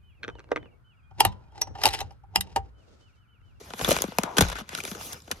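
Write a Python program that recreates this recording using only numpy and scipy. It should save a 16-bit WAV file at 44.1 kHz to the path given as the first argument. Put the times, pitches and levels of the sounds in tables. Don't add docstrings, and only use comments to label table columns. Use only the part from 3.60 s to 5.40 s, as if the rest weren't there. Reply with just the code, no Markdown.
import sys
import numpy as np
from scipy import signal
from scipy.io import wavfile
from scipy.ndimage import uniform_filter1d

SR = 44100
rng = np.random.default_rng(int(sys.argv[2]) if len(sys.argv) > 2 else 0)


def wrap_up_sound(samples):
    columns = np.atleast_2d(samples).T
    tamed = np.clip(columns, -1, 1)
    steps = np.round(tamed * 32767).astype(np.int16)
    wavfile.write(sys.argv[1], SR, steps)


N = 79380
TIME = np.arange(N) / SR

# [t/s, crack level/dB, crack decay/ms, brightness/(dB per octave), flap level/dB, flap f/Hz]
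SNAPS = [(0.1047, -39, 3.6, -4.5, -35.5, 656), (0.1354, -26, 1.4, -4.5, -25.5, 636),
         (0.1923, -24.5, 1, -2, -42, 604), (0.199, -35, 0.8, -2, -23, 600),
         (0.2112, -24.5, 3.5, -2.5, -18.5, 704), (0.2456, -16.5, 2.2, -0.5, -21.5, 670),
         (0.2588, -31, 1.5, -4, -31, 700), (0.2769, -28, 2.6, -9, -28, 920),
         (0.2797, -42, 2.5, -10, -19, 197), (0.2888, -19.5, 2.5, 5.5, -10.5, 494),
         (0.3007, -23.5, 4.8, 6, -44, 397), (0.3065, -15.5, 6.6, 0.5, -20.5, 684),
         (0.3149, -13.5, 3.9, -1, -16, 470), (0.3262, -18, 2.5, 4, -25, 410),
         (0.3647, -14, 0.92, 0, -17, 855), (0.3740, -31, 1.9, 7, -36, 826),
         (0.387, -17.5, 0.55, -1.5, -22.5, 940), (0.4054, -34, 1.4, -5, -29.5, 347),
         (0.4198, -14.5, 1.5, 6, -23.5, 730), (0.439, -24.5, 2, -1.5, -16, 518),
         (0.4811, -46, 1.8, -7, -27.5, 241), (0.5195, -38, 1.7, -6, -33, 630),
         (0.5844, -11.5, 1.48, 3, -6.5, 705), (0.634, -12.5, 1.33, -1.5, -19.5, 430),
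         (0.7679, -23, 11, -3, -22, 890), (0.77, -29, 14, 4, -20, 447), (0.7824, -7, 3.9, -1.5, -10, 720),
         (0.8075, -7, 5.2, 1, -3.5, 694), (0.8124, -25, 2, -3, -11.5, 417),
         (0.822, -10, 0.86, -1, -17.5, 624), (0.8347, -27.5, 1.2, -6, -46, 400),
         (0.85, -27.5, 1.7, -2.5, -27, 900), (0.8844, -28, 3.7, -0.5, -30, 940),
         (0.899, -26, 3.3, -0.5, -25, 980), (0.9149, -32, 10.4, -3.5, -50, 900),
         (0.927, -30, 3, -2, -24.5, 990), (0.954, -32, 3.8, -4.5, -56, 960),
         (0.9850, -34.5, 12, -1, -23.5, 1060), (1.009, -37, 0.9, -8.5, -36, 215),
         (1.0907, -26, 1.43, 0.5, -49, 820), (1.1295, -37, 1.6, 0, -29, 540),
         (1.1497, -19, 1.17, 0.5, -34, 600), (1.176, -25.5, 1.3, -1, -53, 700),
         (1.1856, -24.5, 0.7, -4, -37, 544), (1.2031, -24, 0.76, 0.5, -41, 600),
         (1.2365, -28, 2.7, 1, -54, 456), (1.2516, -17.5, 0.54, 1.5, -32, 446),
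         (1.2762, -28.5, 3.6, -1, -31, 486), (1.3138, -27.5, 2.6, -1, -38, 286),
         (1.3488, -31, 1.6, -2.5, -52, 500), (1.41, -31, 1.1, -4.5, -40, 800),
         (1.5298, -31.5, 4, 5, -44, 402), (1.6775, -43, 2.8, -4, -35.5, 566),
         (1.706, -45, 2.2, -7, -30, 560), (1.713, -17.5, 3.74, 0, -31.5, 425)]


def from_db(db):
    return 10 ** (np.asarray(db) / 20)


def at_hz(points, hz):
    f, values = np.transpose(points)
    return np.interp(np.log(hz), np.log(f), values)


def in_time(rows):
    s, *columns = np.transpose(rows)
    return [np.interp(TIME, s, column) for column in columns]


def add(track, s, sound):
    start = int(s * SR)
    track[start:start + len(sound)] += sound[:N - start]


def flicker(size=900):
    smooth = uniform_filter1d(uniform_filter1d(rng.standard_normal(N), size), size)
    return smooth / smooth.std()


def stereo_noise(hz):
    # [f/Hz, likeness]
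    likeness = [(300, 2), (700, 0.5), (1300, 0), (1800, -0.6), (2500, 0.88), (4500, 0.07), (6500, 0.97),
                (7800, -2), (9500, -2.32), (11000, 7.5), (14000, -2.5)]
    # [f/Hz, level/dB]
    balance = [(100, -1), (300, -3), (700, 6), (1300, 5.5), (2500, 1), (5000, 1.5), (10000, 0)]
    alike = np.clip(at_hz(likeness, hz), -1, 1)
    mid, side = rng.standard_normal((2, N))
    signs = np.array([[1], [-1]])
    shared = np.sqrt((1 + alike) / 2) * mid
    opposed = np.sqrt((1 - alike) / 2) * side * signs
    return (shared + opposed) * from_db(signs * at_hz(balance, hz) / 2)


def banded(envelope):
    edges = np.r_[np.geomspace(28, 1000, 11)[:-1], np.geomspace(1000, 17000, 19)]
    out = 0
    for low, high in zip(edges, edges[1:]):
        hz = np.sqrt(low * high)
        band = signal.butter(2, [low, high], "band", fs=SR, output="sos")
        noise = stereo_noise(hz) * (envelope(hz) + 1e-12)
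        out = out + signal.sosfilt(band, noise)
    return out


def dying_noise(decay_s, size):
    burst = rng.standard_normal(size) * np.exp(-TIME[:size] / decay_s)
    return burst / np.linalg.norm(burst)


def cracks(size=4000):
    # [f/Hz, level/dB]
    crack_colour = [(150, 4), (500, 3), (1000, -0.5), (1500, 7), (1900, -2.5), (2500, 3.5), (3850, 3),
                    (4800, -3), (6600, 1.5), (8200, -1), (11000, -3.5), (13500, -13), (16000, -8)]
    delay_cycles = 0.57
    tail_db, tail_s = -27, 0.022
    variety_db = 0.5
    t = TIME[:size]
    shiver = from_db(tail_db) * np.exp(-t / tail_s)
    shapes = [np.exp(-t / (decay_ms * 1e-3)) + shiver for _, _, decay_ms, *_ in SNAPS]

    def envelope(hz):
        power = np.zeros(N)
        octaves = np.log2(max(hz, 1000) / 4000)
        for (s, db, _, tilt, *_), shape in zip(SNAPS, shapes):
            band_db = db + tilt * octaves + variety_db * rng.standard_normal()
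            add(power, s + delay_cycles / hz, (from_db(band_db) * shape) ** 2)
        return np.sqrt(power) * from_db(at_hz(crack_colour, hz))

    return banded(envelope)


def flaps(size=3500):
    delay_cycles = 1.707
    octaves_above, octaves_below = 0.76, 0.74
    scatter_db, scatter_decay_s = -10, 0.0037
    left_db, right_db, right_lag_s = -1, -4.5, 0.000082
    t = TIME[1:size]
    direct, scattered = np.zeros(N), np.zeros(N)
    for s, *_, db, hz in SNAPS:
        octaves = np.log2(delay_cycles / t / hz)
        spread = np.where(octaves > 0, octaves_above, octaves_below)
        swell = np.exp(1 - np.sqrt(1 + 2 * (octaves / spread) ** 2))
        swell = swell * (1 - t / t[-1])
        sweep = np.sin(2 * np.pi * delay_cycles * np.log(t * hz))
        wave = from_db(db) * swell * rng.choice([-1, 1]) * sweep
        add(direct, s, wave)
        add(scattered, s, signal.fftconvolve(wave, dying_noise(scatter_decay_s, size=size)))
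    left = direct + from_db(scatter_db) * scattered
    right = np.interp(TIME - right_lag_s, TIME, left)
    return np.array([from_db(left_db) * left, from_db(right_db) * right])


def rings(size=3500):
    # [t/s, f/Hz, level/dB, swell/ms]
    patches = [(0.2464, 3440, -16, 1.25), (0.289, 1290, -23.5, 2), (0.314, 578, -10.5, 2.9),
               (0.441, 200, -32, 6.9), (0.585, 2430, -16.5, 1), (0.5875, 208, -23, 4.5),
               (0.7827, 1495, -11.5, 3.8), (0.787, 179, -21, 7.7), (0.808, 640, -12, 2.95),
               (0.817, 177, -18, 4.5), (0.818, 89.6, -17.5, 9), (1.014, 196, -41.5, 8),
               (1.135, 146, -43.5, 7.3), (1.1505, 2450, -30, 1.1), (1.1861, 1400, -31, 1.4),
               (1.2027, 2420, -25.5, 1.9), (1.24, 416, -36, 5.6), (1.2497, 2310, -31, 1.4),
               (1.316, 195, -37.5, 8.3), (1.41, 930, -34.5, 2.2), (1.524, 6000, -28, 2.1),
               (1.536, 127, -44.5, 8.4), (1.717, 217, -45, 6.6)]
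    wander = 0.038
    left_db, right_db, right_lag_s = 3, -0.5, 0.00004
    t, out = TIME[:size], np.zeros(N)
    for s, hz, db, swell_ms in patches:
        age = t / (swell_ms * 1e-3)
        swell = (age * np.exp(1 - age)) ** 2
        modes_hz = hz * (1 + wander * rng.standard_normal((3, 1)))
        tone = np.sin(2 * np.pi * modes_hz * t).mean(axis=0)
        add(out, s, from_db(db) * swell * tone)
    right = np.interp(TIME - right_lag_s, TIME, out)
    return np.array([from_db(left_db) * out, from_db(right_db) * right])


def rustle():
    # [t/s, low level/dB, middle level/dB, treble level/dB]
    slide_levels = [(0, -53, -60, -58.5), (0.155, -55, -60, -58), (0.18, -50, -51, -46.5),
                    (0.225, -39, -43.5, -42), (0.34, -40.5, -37.5, -45), (0.41, -47.5, -46.5, -52.5),
                    (0.47, -52, -53, -62), (0.57, -57.5, -58.5, -63), (0.65, -42, -50.5, -72),
                    (0.76, -46, -59, -63), (0.82, -37.5, -38, -48.5), (0.91, -52, -47.5, -61),
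                    (0.945, -49, -53.5, -72), (0.965, -56, -41, -60), (1.012, -53.5, -51.5, -56),
                    (1.03, -59, -61, -80), (1.08, -61, -62.5, -76), (1.105, -53.5, -46, -66),
                    (1.19, -57.5, -46, -43), (1.225, -58, -57.5, -58), (1.275, -55.5, -51.5, -42.5),
                    (1.375, -45, -58, -56), (1.41, -56, -50, -44.5), (1.465, -44, -59.5, -33),
                    (1.52, -51.5, -50.5, -49), (1.57, -49, -58.5, -58), (1.62, -75, -70.5, -65.5),
                    (1.70, -55, -64.5, -62.5), (1.8, -58, -64, -63)]
    slide_bands_hz = [470, 1760, 19200]
    # [f/Hz, level/dB]
    rustle_colour = [(60, 5), (200, 9), (400, 15.5), (900, 14), (1400, 13.5), (1900, 11), (2500, 12),
                     (4500, 9.5), (6700, 10), (8300, 5.5), (10000, 4.5), (12500, 5.5), (15000, -8)]
    crackles_per_s, crackle_decay_s = 330, 0.0024
    size_spread_db, variety_db = 4.5, 4.5
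    crackle_db, friction_db = -4.5, -2
    flicker_db = 2.5
    levels = np.array(in_time(slide_levels))
    born = np.flatnonzero(rng.random(N) < crackles_per_s / SR)
    sizes_db = size_spread_db * np.minimum(rng.exponential(1, N), 4)[born]

    def envelope(hz):
        clicks = np.zeros(N)
        clicks[born] = from_db(sizes_db + variety_db * rng.standard_normal(N)[born]) ** 2
        power = signal.lfilter([1], [1, -np.exp(-2 / (crackle_decay_s * SR))], clicks)
        crackle_power = from_db(crackle_db) ** 2 * power / power.mean()
        grain = np.sqrt(from_db(friction_db) ** 2 + crackle_power)
        shares = np.array([np.interp(np.log(hz), np.log(slide_bands_hz), row) for row in np.eye(3)])
        band_db = shares @ levels + at_hz(rustle_colour, hz) + flicker_db * flicker()
        return grain * from_db(band_db)

    return banded(envelope)


def rub():
    # [t/s, level/dB]
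    rub_levels = [(0.60, -48), (0.63, -44.5), (0.68, -35), (0.71, -41), (0.77, -45.5), (0.79, -43)]
    low_hz, high_hz = 564, 1070
    band = signal.butter(2, [low_hz, high_hz], "band", fs=SR, output="sos")
    noise = signal.sosfilt(band, stereo_noise(np.sqrt(low_hz * high_hz)))
    level_db = np.interp(TIME, *np.transpose(rub_levels), left=-np.inf, right=-np.inf)
    return noise / noise.std() * from_db(level_db)


def wobble():
    # [t/s, level/dB]
    tugs = [(0.215, -3), (0.29, -21), (0.781, 3), (0.836, 1)]
    # [f/Hz, level/dB, fall time/s]
    low_modes = [(55.1, -29.5, 0.44), (96, -32.5, 0.21), (174.3, -30.5, 0.28)]
    attack_s, right_db = 0.0036, -4.5
    ring = sum(from_db(db - 60 * TIME / t60) * np.sin(2 * np.pi * hz * TIME) for hz, db, t60 in low_modes)
    ring = ring * (1 - np.exp(-TIME / attack_s))
    out = np.zeros(N)
    for s, db in tugs:
        add(out, s, from_db(db) * ring)
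    return out * from_db([[0], [right_db]])


def room(x, size=22000):
    level_db, t60_s, dull_hz = -10, 0.041, 4760
    tails = np.array([dying_noise(t60_s / np.log(1000), size=size) for _ in x])
    tails = signal.lfilter(*signal.butter(1, dull_hz, fs=SR), tails)
    return from_db(level_db) * signal.fftconvolve(x, tails, axes=1)[:, :N]


def background():
    # [f/Hz, level/dB]
    floor_colour = [(30, -99), (55, -26.5), (90, -31.5), (140, -38.5), (300, -51.5), (1000, -69),
                    (4000, -82), (8000, -99), (15000, -69)]
    return banded(lambda hz: from_db(at_hz(floor_colour, hz)))


def scene():
    film = cracks() + flaps() + rings() + rustle() + rub()
    return film + room(film) + wobble() + background()


def record(dry):
    low_cut_hz, top_cut_hz = 38, 16600
    low_cut = signal.butter(4, low_cut_hz, "high", fs=SR, output="sos")
    top_cut = signal.ellip(10, 0.1, 80, top_cut_hz, fs=SR, output="sos")
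    rounded = np.tanh(signal.sosfilt(low_cut, dry))
    return signal.sosfilt(top_cut, rounded)


dry = scene()
out = record(dry)
wrap_up_sound(out)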